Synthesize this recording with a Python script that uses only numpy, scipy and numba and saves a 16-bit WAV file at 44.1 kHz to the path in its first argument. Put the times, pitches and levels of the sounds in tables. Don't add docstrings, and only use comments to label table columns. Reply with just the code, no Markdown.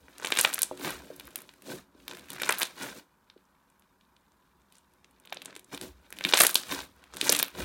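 import sys
import numpy as np
from scipy import signal
from scipy.fft import rfft, irfft
from scipy.io import wavfile
from scipy.ndimage import uniform_filter1d, minimum_filter1d
from numba import njit

SR = 44100
rng = np.random.default_rng(int(sys.argv[2]) if len(sys.argv) > 2 else 0)


def wav_out(sig):
    wavfile.write(sys.argv[1], SR, np.round(np.clip(np.atleast_2d(sig).T, -1, 1) * 32767).astype(np.int16))


N = 336924


def undb(db):
    return 10 ** (np.asarray(db) / 20)


def level(x, rms_db):
    return x * undb(rms_db) / np.sqrt(np.mean(x ** 2))


def band(x, hz, width_hz):
    b, a = signal.iirpeak(hz, hz / width_hz, fs=SR)
    return signal.lfilter(b, a, x)


def highpass(x, order, hz):
    return signal.sosfilt(signal.butter(order, hz, "high", fs=SR, output="sos"), x)


@njit
def grains(size, at, hz, cycles, peak, phase, rise, glide):
    out = np.zeros(size)
    for k in range(len(at)):
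        length = cycles[k] * SR / hz[k]
        top = rise * length
        for i in range(min(int(length), size - at[k])):
            x = (i + 1) / top
            envelope = (x * np.exp(1 - x)) ** 2
            bend = 1 + glide[k] * i / length / 2
            out[at[k] + i] += peak[k] * envelope * np.sin(phase[k] + 2 * np.pi * hz[k] * i / SR * bend)
    return out


def burst(s, hz, cycles, peak_db, glide=0.):
    start_s = s - 0.079 * cycles / hz
    at = np.clip(start_s * SR, 0, N - 1).astype(np.int64)
    phase = 2 * np.pi * rng.random(len(s))
    return grains(N, at, np.clip(hz, 50, .4 * SR), cycles + 0 * hz, undb(peak_db), phase,
                  0.087, glide + 0 * hz)


def crackle(rate_hz, lo_hz, hi_hz, cycles, spread_db, bend=0.):
    when, pitch, size, slide = rng.random((int(rate_hz * N / SR), 4)).T
    hz = lo_hz * (hi_hz / lo_hz) ** pitch
    db = np.minimum(-spread_db * np.log(1 - size), 4.25 * spread_db)
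    return level(burst(when * N / SR, hz, cycles, db, bend * (2 * slide - 1)), 0)


# f/Hz, relative density/dB per Hz
AIR = [(25, -1), (60, 0.5), (121, -7.5), (187, 4.5), (330, -9.5), (746, -10.5), (979, 0), (1220, -6.5),
       (1600, -9), (2530, -27), (3600, -28), (14800, -23.5), (16500, -40)]
AIR_RMS_DB = -68.5


def air():
    hz, db = np.transpose(AIR)
    f = np.maximum(np.arange(N // 2 + 1) * SR / N, 1)
    gain = undb(np.interp(np.log(f), np.log(hz), db))
    return level(irfft(rfft(rng.standard_normal(N)) * gain, N), AIR_RMS_DB)


# delay/ms, level/dB re direct
ECHOES = [(.8, -24.5), (1.5, -11.5), (2.1, -4.5), (3.8, -22), (11.5, -27.5), (14.5, -27)]
# f/Hz, T60/s, level/dB (energy weighted by f)
ROOM_T60 = [(744, 0.25, -35), (2800, 0.21, -28), (9000, 0.14, -29.5)]


def reply():
    t = np.arange(SR // 4) / SR
    out = np.zeros(len(t))
    out[0] = 1
    for ms, db in ECHOES:
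        smear = rng.standard_normal(len(t)) * np.exp(-np.abs(t * 1000 - ms) / 0.1)
        out += undb(db) * smear / np.sqrt(np.sum(smear ** 2))
    for hz, t60_s, db in ROOM_T60:
        decay = np.exp(-np.log(1000) * t / t60_s)
        tail = band(rng.standard_normal(len(t)), hz, 2.4 * hz) * decay * (t > .001)
        out += undb(db) * tail / np.sqrt(np.sum(tail ** 2) * hz / SR)
    return out


def room(x, spots=6, size=700):
    spot = np.repeat(rng.integers(0, spots, N // size + 1), size)[:N]
    return sum(signal.oaconvolve(x * (spot == k), reply())[:N] for k in range(spots))


def gesture(rows, arch_db, rise_db_per_s, fall_db_per_s):
    t, power = np.arange(N) / SR, 0
    for start, swell, fade, *crest_db in rows:
        corners_s = [-1, 0, swell, swell + fade, swell + fade + 1]
        corners_db = [-arch_db - rise_db_per_s, -arch_db, 0, -arch_db, -arch_db - fall_db_per_s]
        shape_db = np.interp(t - start, corners_s, corners_db)
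        power = power + undb(shape_db + np.array(crest_db)[:, None]) ** 2
    return power


# t/s, wet rustle/dB, fine rustle/dB, table/dB, table bass/dB
LEAN = [(0, -78, -72.5, -64, -78), (.16, -61, -67.5, -65, -77), (1.05, -62.5, -62, -54.5, -70.5),
        (1.498, -72, -69, -64.5, -79), (1.9, -83, -92, -72, -75), (2.0, -71.5, -70, -63, -68),
        (2.99, -58, -59.5, -61, -75.5), (3.04, -82, -89.5, -78.5, -82.5), (5.1, -81.5, -83, -74.5, -78),
        (5.5, -57, -91, -56, -81.5), (5.66, -90, -88, -72.5, -85), (6, -71.5, -76.5, -67.5, -65.5),
        (6.65, -57, -59.5, -55.5, -74.5), (6.9, -73, -73, -67, -64), (7.1, -64.5, -77, -68, -76),
        (7.5, -61, -80, -80, -81), (7.64, -63, -66, -60, -72)]
# t/s, level/dB
BOOMS = [(.03, -59), (.96, -50), (1.27, -58), (1.779, -54.5), (5.74, -62.5), (5.9, -50), (6.69, -61),
         (6.82, -47.5), (7.16, -54.5), (7.64, -38)]
BOOM_DB_PER_S = 232
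# start/s, swell/s, fade/s, wet crackle/dB, fine crackle/dB, table/dB
SQUEEZES = [(.21, 0.082, 0.21, -46.5, -48.5, -51), (.36, 0.031, 0.11, -38.5, -39, -47),
            (.53, 0.065, 0.048, -52, -48.5, -68), (1.22, 0.052, 0.087, -65.5, -74.5, -60),
            (1.36, 0.021, 0.055, -62, -66, -59), (2.085, 0.021, 0.13, -51.5, -56, -50.5),
            (2.305, 0.16, 0.1, -45.5, -49, -48), (2.495, 0.021, 0.026, -35, -45, -55.5),
            (2.585, 0.016, 0.041, -39.5, -39, -52), (4.72, 0.04, 0.027, -69, -67, -75),
            (5.27, 0.13, 0.29, -75, -76, -67.5), (6.13, 0.12, 0.067, -55, -54.5, -54),
            (6.25, 0.022, 0.081, -40, -43.5, -46), (6.34, 0.069, 0.047, -30.5, -27.5, -56),
            (6.48, 0.02, 0.04, -57, -45, -62.5), (6.555, 0.017, 0.043, -53.5, -41.5, -71),
            (7.145, 0.014, 0.034, -47.5, -47.5, -49), (7.215, 0.045, 0.1, -38.5, -37.5, -43),
            (7.297, 0.019, 0.064, -32, -34, -40), (7.39, 0.012, 0.05, -42, -43.5, -45)]
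SQUEEZE_ARCH_DB, SQUEEZE_RISE_DB_PER_S, SQUEEZE_FALL_DB_PER_S = 8, 598.5, 263
# start/s, swell/s, fade/s, wet crackle/dB, fine crackle/dB, table/dB
PEELS = [(0.799, 0.054, 0.11, -37.5, -39.5, -37.5), (1.652, 0.064, 0.082, -49.5, -45.5, -39),
         (2.78, 0.046, 0.097, -40.5, -43.5, -42), (2.9, 0.083, 0.036, -64, -54.5, -49),
         (5.72, 0.015, 0.038, -44.5, -46.5, -40), (5.81, 0.012, 0.075, -54, -47, -43),
         (6.668, 0.053, 0.12, -40, -39.5, -40.5), (7.555, 0.036, 0.13, -41.5, -43.5, -37.5)]
PEEL_ARCH_DB, PEEL_RISE_DB_PER_S, PEEL_FALL_DB_PER_S = 14.5, 381, 387
REST_WET_DB, REST_FINE_DB = -85, -90.5


def hands():
    t = np.arange(N) / SR
    squeeze = gesture(SQUEEZES, SQUEEZE_ARCH_DB, SQUEEZE_RISE_DB_PER_S, SQUEEZE_FALL_DB_PER_S)
    peel = gesture(PEELS, PEEL_ARCH_DB, PEEL_RISE_DB_PER_S, PEEL_FALL_DB_PER_S)
    s, *columns = np.transpose(LEAN)
    lean = undb([np.interp(t, s, db) for db in columns]) ** 2
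    booms = sum(undb(db - BOOM_DB_PER_S * np.abs(t - at)) ** 2 for at, db in BOOMS)
    rest = undb([[REST_WET_DB], [REST_FINE_DB]]) ** 2
    sparse = np.sqrt(squeeze[:2] + rest)
    dense = np.sqrt(peel[:2] + lean[:2])
    push_db = 10 * np.log10(squeeze[2] + peel[2] + lean[2])
    bass_db = 10 * np.log10(booms + lean[3])
    return sparse, dense, push_db, bass_db


# f/Hz, width/Hz at damp 1, level/dB
TABLE = [(132, 27, -10), (195.5, 16, -6.5), (285, 20, 3.5), (363.9, 19, 5.5), (460, 23, -5), (505, 51, -2),
         (600, 65, -2)]


def table_modes(x, damp=1.3):
    return sum(undb(db) * band(x, hz, damp * width_hz) for hz, width_hz, db in TABLE)


# t/s, level/dB, f/Hz, knock/dB re level
PLOPS_AND_THUDS = [(0.713, -29.5, 660, 21), (0.799, -40, 318, 14), (0.857, -36, 340, 4),
                   (.875, -34, 207, 2), (1.1039, -37, 418, 14), (1.685, -39.5, 353, 13.5),
                   (1.952, -51, 282, 8), (3.364, -50, 329, 8.5), (5.324, -33.5, 610, 2),
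                   (5.369, -41.5, 560, 2), (5.525, -54, 310, 10), (5.566, -47, 326, 7),
                   (5.738, -39, 292, 13.5), (5.835, -39.5, 326, 17), (6.256, -30, 227, 13),
                   (7.227, -31.5, 320, 11), (7.296, -21, 474, 11)]
SAG = -0.44


def plops_and_thuds():
    s, db, hz, _ = np.transpose(PLOPS_AND_THUDS)
    low = burst(s + 0.0021, hz, 14.1, db - 1.0, SAG)
    mid = burst(s, 1.3 * hz, 14.0, db + 0.5)
    high = burst(s, 5.1 * hz, 15.6, db - 21.0)
    return low + mid + high


def table(push_db, bass_db, jolts):
    s, db, hz, knock_db = np.transpose(PLOPS_AND_THUDS)
    pushes = crackle(700, 150, 820, 9.0, 2.1, bend=0.51)
    top = level(table_modes(pushes) + undb(-11.0) * pushes, 0)
    bass = level(band(band(rng.standard_normal(N), 61, 16), 67, 26), 0)
    knocks = burst(s, hz, 3.5, db + knock_db)
    struck = table_modes(knocks + undb(-4.0) * jolts, 0.36)
    return undb(push_db) * top + undb(bass_db) * bass + plops_and_thuds() + struck


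def lumps(spread_db, size=400):
    steps = np.repeat(rng.standard_normal(N // size + 1), size)
    db = spread_db * uniform_filter1d(steps, size // 3)[:N]
    return level(undb(db), 0)


def ticks(rate_hz=450, spread_db=4.5, own_db=4.0):
    when, size, low, high, tilt = rng.random((int(rate_hz * N / SR), 5)).T
    s = when * N / SR
    db = np.minimum(-spread_db * np.log(1 - size), 13.0)
    tilt_db = own_db * (2 * tilt - 1)
    return (level(burst(s, 1100 * 5.9 ** low, 6.5, db + tilt_db), 0),
            level(burst(s, 5500 * 2.8 ** high, 4.8, db - tilt_db), 0))


def film(sparse, dense):
    low, high = ticks()
    wet = dense[0] * lumps(3.0) * crackle(5000, 870, 6000, 6.5, 5.5) + sparse[0] * low
    fine = dense[1] * lumps(0.5) * crackle(9000, 4862, 16000, 2.9, 4.8) + sparse[1] * high
    return wet + fine


# t/s, ring f/Hz, ring level/dB, snap f/Hz, snap level/dB
POPS = [(0.083, 1600, -39, 7100, -59), (0.1823, 4690, -34, 9750, -29), (0.199, 1430, -34, 6260, -35),
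        (0.225, 1350, -30.5, 6300, -41), (0.247, 2250, -16.5, 12060, -43), (0.2497, 3100, -16.5, 8500, -19),
        (0.26, 2420, -23, 7705, -19), (0.2712, 2730, -20, 7200, -20), (0.304, 1470, -25, 11800, -23),
        (0.32, 2020, -24.5, 8700, -16.5), (0.3224, 2640, -8.5, 6300, -20), (0.3627, 2630, -20, 9496, -37),
        (0.373, 3000, -14.5, 9400, -12), (0.3881, 1880, -12, 7800, -5.5), (0.3949, 2520, -15, 9500, -9),
        (0.401, 3800, -12.5, 10300, -17), (0.412, 3500, -23, 10300, -0.5), (0.431, 3300, -39, 7940, -17),
        (0.442, 3740, -41, 11000, -14), (0.447, 1570, -13.5, 9365, -23), (0.449, 2460, -4.5, 7460, -16),
        (0.459, 2400, -31, 6950, -20), (.53, 2494, -24.5, 12000, -18), (0.538, 4100, -30, 8740, -13),
        (0.5435, 4620, -29, 11300, -5.5), (.557, 2540, -26, 6500, -27), (0.581, 1480, -22, 7080, -26),
        (0.5907, 3450, -20.5, 10000, -14.5), (0.619, 3720, -40, 11120, -1.5),
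        (0.6314, 4030, -32, 8910, -0.5), (0.775, 3870, -34, 7740, -32), (0.797, 1510, -52, 12500, -35),
        (.848, 2150, -21, 10700, -31), (.879, 4070, -24, 7500, -24), (0.906, 1420, -30, 10800, -17),
        (1.163, 1350, -62, 11600, -30), (1.1981, 3560, -32.5, 11600, -25), (1.208, 2430, -35.5, 11900, -50),
        (1.254, 1350, -56, 11700, -34), (1.272, 1750, -45, 12100, -28.5), (1.279, 1350, -36, 7000, -60),
        (1.3076, 2450, -46, 9500, -40), (1.3579, 2580, -30.5, 10800, -13), (1.379, 1680, -50, 12400, -26),
        (1.388, 1500, -41, 10000, -32), (1.405, 1800, -43, 11000, -33), (1.4193, 1800, -54, 11700, -28.5),
        (1.4918, 2940, -35.5, 6700, -44), (1.538, 2020, -45.5, 10200, -42),
        (1.622, 2460, -45.5, 10500, -34.5), (2.0805, 3000, -26, 12100, -21),
        (2.112, 3280, -27.5, 8570, -31), (2.151, 1730, -38, 6810, -37), (2.195, 3560, -39, 10100, -36),
        (2.2865, 2490, -39, 7030, -42), (2.3036, 2940, -31, 10500, -19), (2.3184, 3370, -34, 8670, -33),
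        (2.332, 1490, -37, 12260, -23), (2.362, 1590, -33.5, 9880, -41), (2.4, 1990, -24.5, 8900, -32),
        (2.419, 2070, -16.5, 11440, -14.5), (2.434, 3040, -17, 8500, -26), (2.472, 2220, -33, 6500, -30),
        (2.4919, 1650, -14, 8160, -6), (2.4947, 1670, -7, 6600, -20), (2.508, 1660, -19, 11040, -15),
        (2.524, 2810, -17, 9900, -11), (2.585, 3290, -56.5, 11900, -12.5), (2.5903, 4000, -33, 12900, -14),
        (2.599, 4000, -26, 10500, -15), (2.618, 2460, -13, 12700, -10), (2.6244, 5100, -11, 9100, -20),
        (2.6312, 3870, -10.5, 8700, -9), (3.3, 3700, -38.5, 7260, -48.5), (3.378, 3430, -53.5, 6050, -69.5),
        (3.453, 3730, -59.5, 6020, -57), (3.701, 2470, -58.5, 8500, -47),
        (3.796, 3320, -63.5, 11230, -44.5), (3.823, 3000, -53.5, 6700, -56), (4.011, 3130, -50, 8300, -68),
        (4.1654, 3120, -50.5, 8840, -57), (4.32, 3480, -59.5, 6450, -54.5), (4.618, 3000, -62, 7000, -54.5),
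        (4.724, 3380, -46, 9940, -44), (4.755, 4520, -50, 7500, -44), (4.7835, 4710, -47, 7830, -38.5),
        (4.937, 1250, -61, 11000, -48), (5.0452, 2270, -44.5, 6450, -44), (5.1105, 2860, -60.5, 10030, -47),
        (5.2, 3500, -55, 10000, -41), (5.2521, 2960, -40, 7000, -47), (5.256, 3500, -46, 13000, -39),
        (5.2741, 3030, -34.5, 8200, -44), (5.2976, 4330, -40, 6400, -45), (5.3045, 4500, -50, 11000, -45),
        (5.3256, 2640, -21, 6430, -30), (5.3291, 3500, -32, 13000, -26.5), (5.345, 2510, -46.5, 8300, -29),
        (5.371, 3300, -26.5, 7000, -41), (5.419, 2880, -30.5, 8100, -33.5), (5.4226, 3300, -40, 11500, -32),
        (5.449, 2000, -50, 10000, -35), (5.4578, 2850, -29.5, 7900, -20), (5.507, 4000, -40, 9000, -56),
        (5.528, 1600, -40, 6150, -51), (5.5532, 3630, -39, 8600, -37), (5.564, 2320, -33, 8600, -29),
        (5.574, 3030, -48, 9000, -37), (5.5946, 3200, -44, 10100, -34), (5.6446, 3400, -58, 8550, -38.5),
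        (5.747, 3340, -26, 8400, -27), (5.7763, 3100, -30, 10800, -29), (5.8132, 4030, -25, 9000, -19.5),
        (6.1049, 1580, -41.5, 10600, -30.5), (6.126, 2000, -28, 10740, -25),
        (6.1873, 2760, -27, 10760, -28), (6.21, 2240, -22, 9950, -39), (6.24, 3850, -16, 8500, -31),
        (6.25, 2700, -7, 9500, -17.5), (6.29, 3640, -20.5, 9280, -19), (6.3247, 4020, -12, 7500, -26),
        (6.3367, 3160, 2, 7400, -19), (6.3424, 2010, -17, 7760, -9), (6.352, 3960, -14, 9000, -32),
        (6.3735, 4740, -8.5, 7030, -17), (6.379, 2780, -12, 8700, -6), (6.39, 2200, -10.5, 10900, -5),
        (6.402, 3000, -5, 9400, 9), (6.406, 2250, -5.5, 9000, -1), (6.4078, 1580, -4, 9350, 0),
        (6.41, 4500, -4, 10900, -12), (6.4173, 4200, -20, 10100, 12), (6.4354, 1830, -8, 10400, 6),
        (6.4496, 2250, -10, 10200, -8), (6.4673, 3180, -8.5, 10000, 6), (6.494, 1350, -22, 13250, -10),
        (6.511, 4520, -49, 10600, -16), (6.5446, 4670, -37, 11100, -5), (6.555, 3980, -1, 10800, 2.5),
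        (6.6345, 4580, -27, 7610, -47), (6.7225, 2150, -18, 6600, -40), (6.747, 5000, -19, 7000, -32),
        (6.791, 1080, -30, 6000, -27), (6.804, 3200, -26.5, 6930, -30), (6.964, 5000, -62.5, 12030, -48.5),
        (7.04, 2560, -41.5, 9000, -42.5), (7.138, 1160, -33, 7060, -34), (7.1696, 3640, -23, 8700, -23),
        (7.2133, 3330, -10.5, 8400, -10.5), (7.2503, 5100, -23, 8950, -23),
        (7.2705, 2040, -19.5, 7600, -19), (7.294, 3140, -9, 5530, -1.5), (7.2991, 3420, -19, 10700, -3.5),
        (7.323, 4550, -21, 9000, 2.5), (7.3261, 2750, -11, 11600, -2), (7.3499, 3200, -15.5, 7300, -10),
        (7.3625, 3030, -17, 8900, -13), (7.366, 3400, -17, 10500, -10), (7.39, 3560, -19, 10500, -6.5),
        (7.394, 4800, -21, 8500, -16), (7.3985, 2650, -16, 10300, -11), (7.428, 3670, -13.5, 13400, 1),
        (7.482, 2245, -37, 13000, -26)]


def pops():
    s, ring_hz, ring_db, snap_hz, snap_db = np.transpose(POPS)
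    ring = burst(s, ring_hz, 6.13, ring_db)
    snap = burst(s, snap_hz, 9.55, snap_db)
    thud = burst(s, ring_hz / 3.45, 4.06, ring_db - 12.0)
    tear = burst(s, np.sqrt(ring_hz * snap_hz), 4.0, (ring_db + snap_db) / 2 - 5.0)
    return ring + snap + thud + tear


# f/Hz, width/Hz, level/dB
CUPPED = [(1537, 130, -6), (2460, 480, -7.5), (3724, 490, -0.5)]


def scene():
    sparse, dense, push_db, bass_db = hands()
    bursts = pops()
    slime = highpass(bursts + film(sparse, dense), 3, 220)
    slime = slime + sum(undb(db) * band(slime, hz, width_hz) for hz, width_hz, db in CUPPED)
    return (room(slime) + table(push_db, bass_db, bursts) + air())[None]


TOP_HZ = 16200


def record(dry):
    peak = -minimum_filter1d(-np.abs(dry), size=45)
    gain = uniform_filter1d(np.minimum(1, .9 / (peak + 1e-9)), size=45)
    clean = highpass(dry * gain, 2, 48)
    return signal.sosfilt(signal.ellip(10, .2, 90, TOP_HZ, fs=SR, output="sos"), clean)


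dry = scene()
out = record(dry)
wav_out(out)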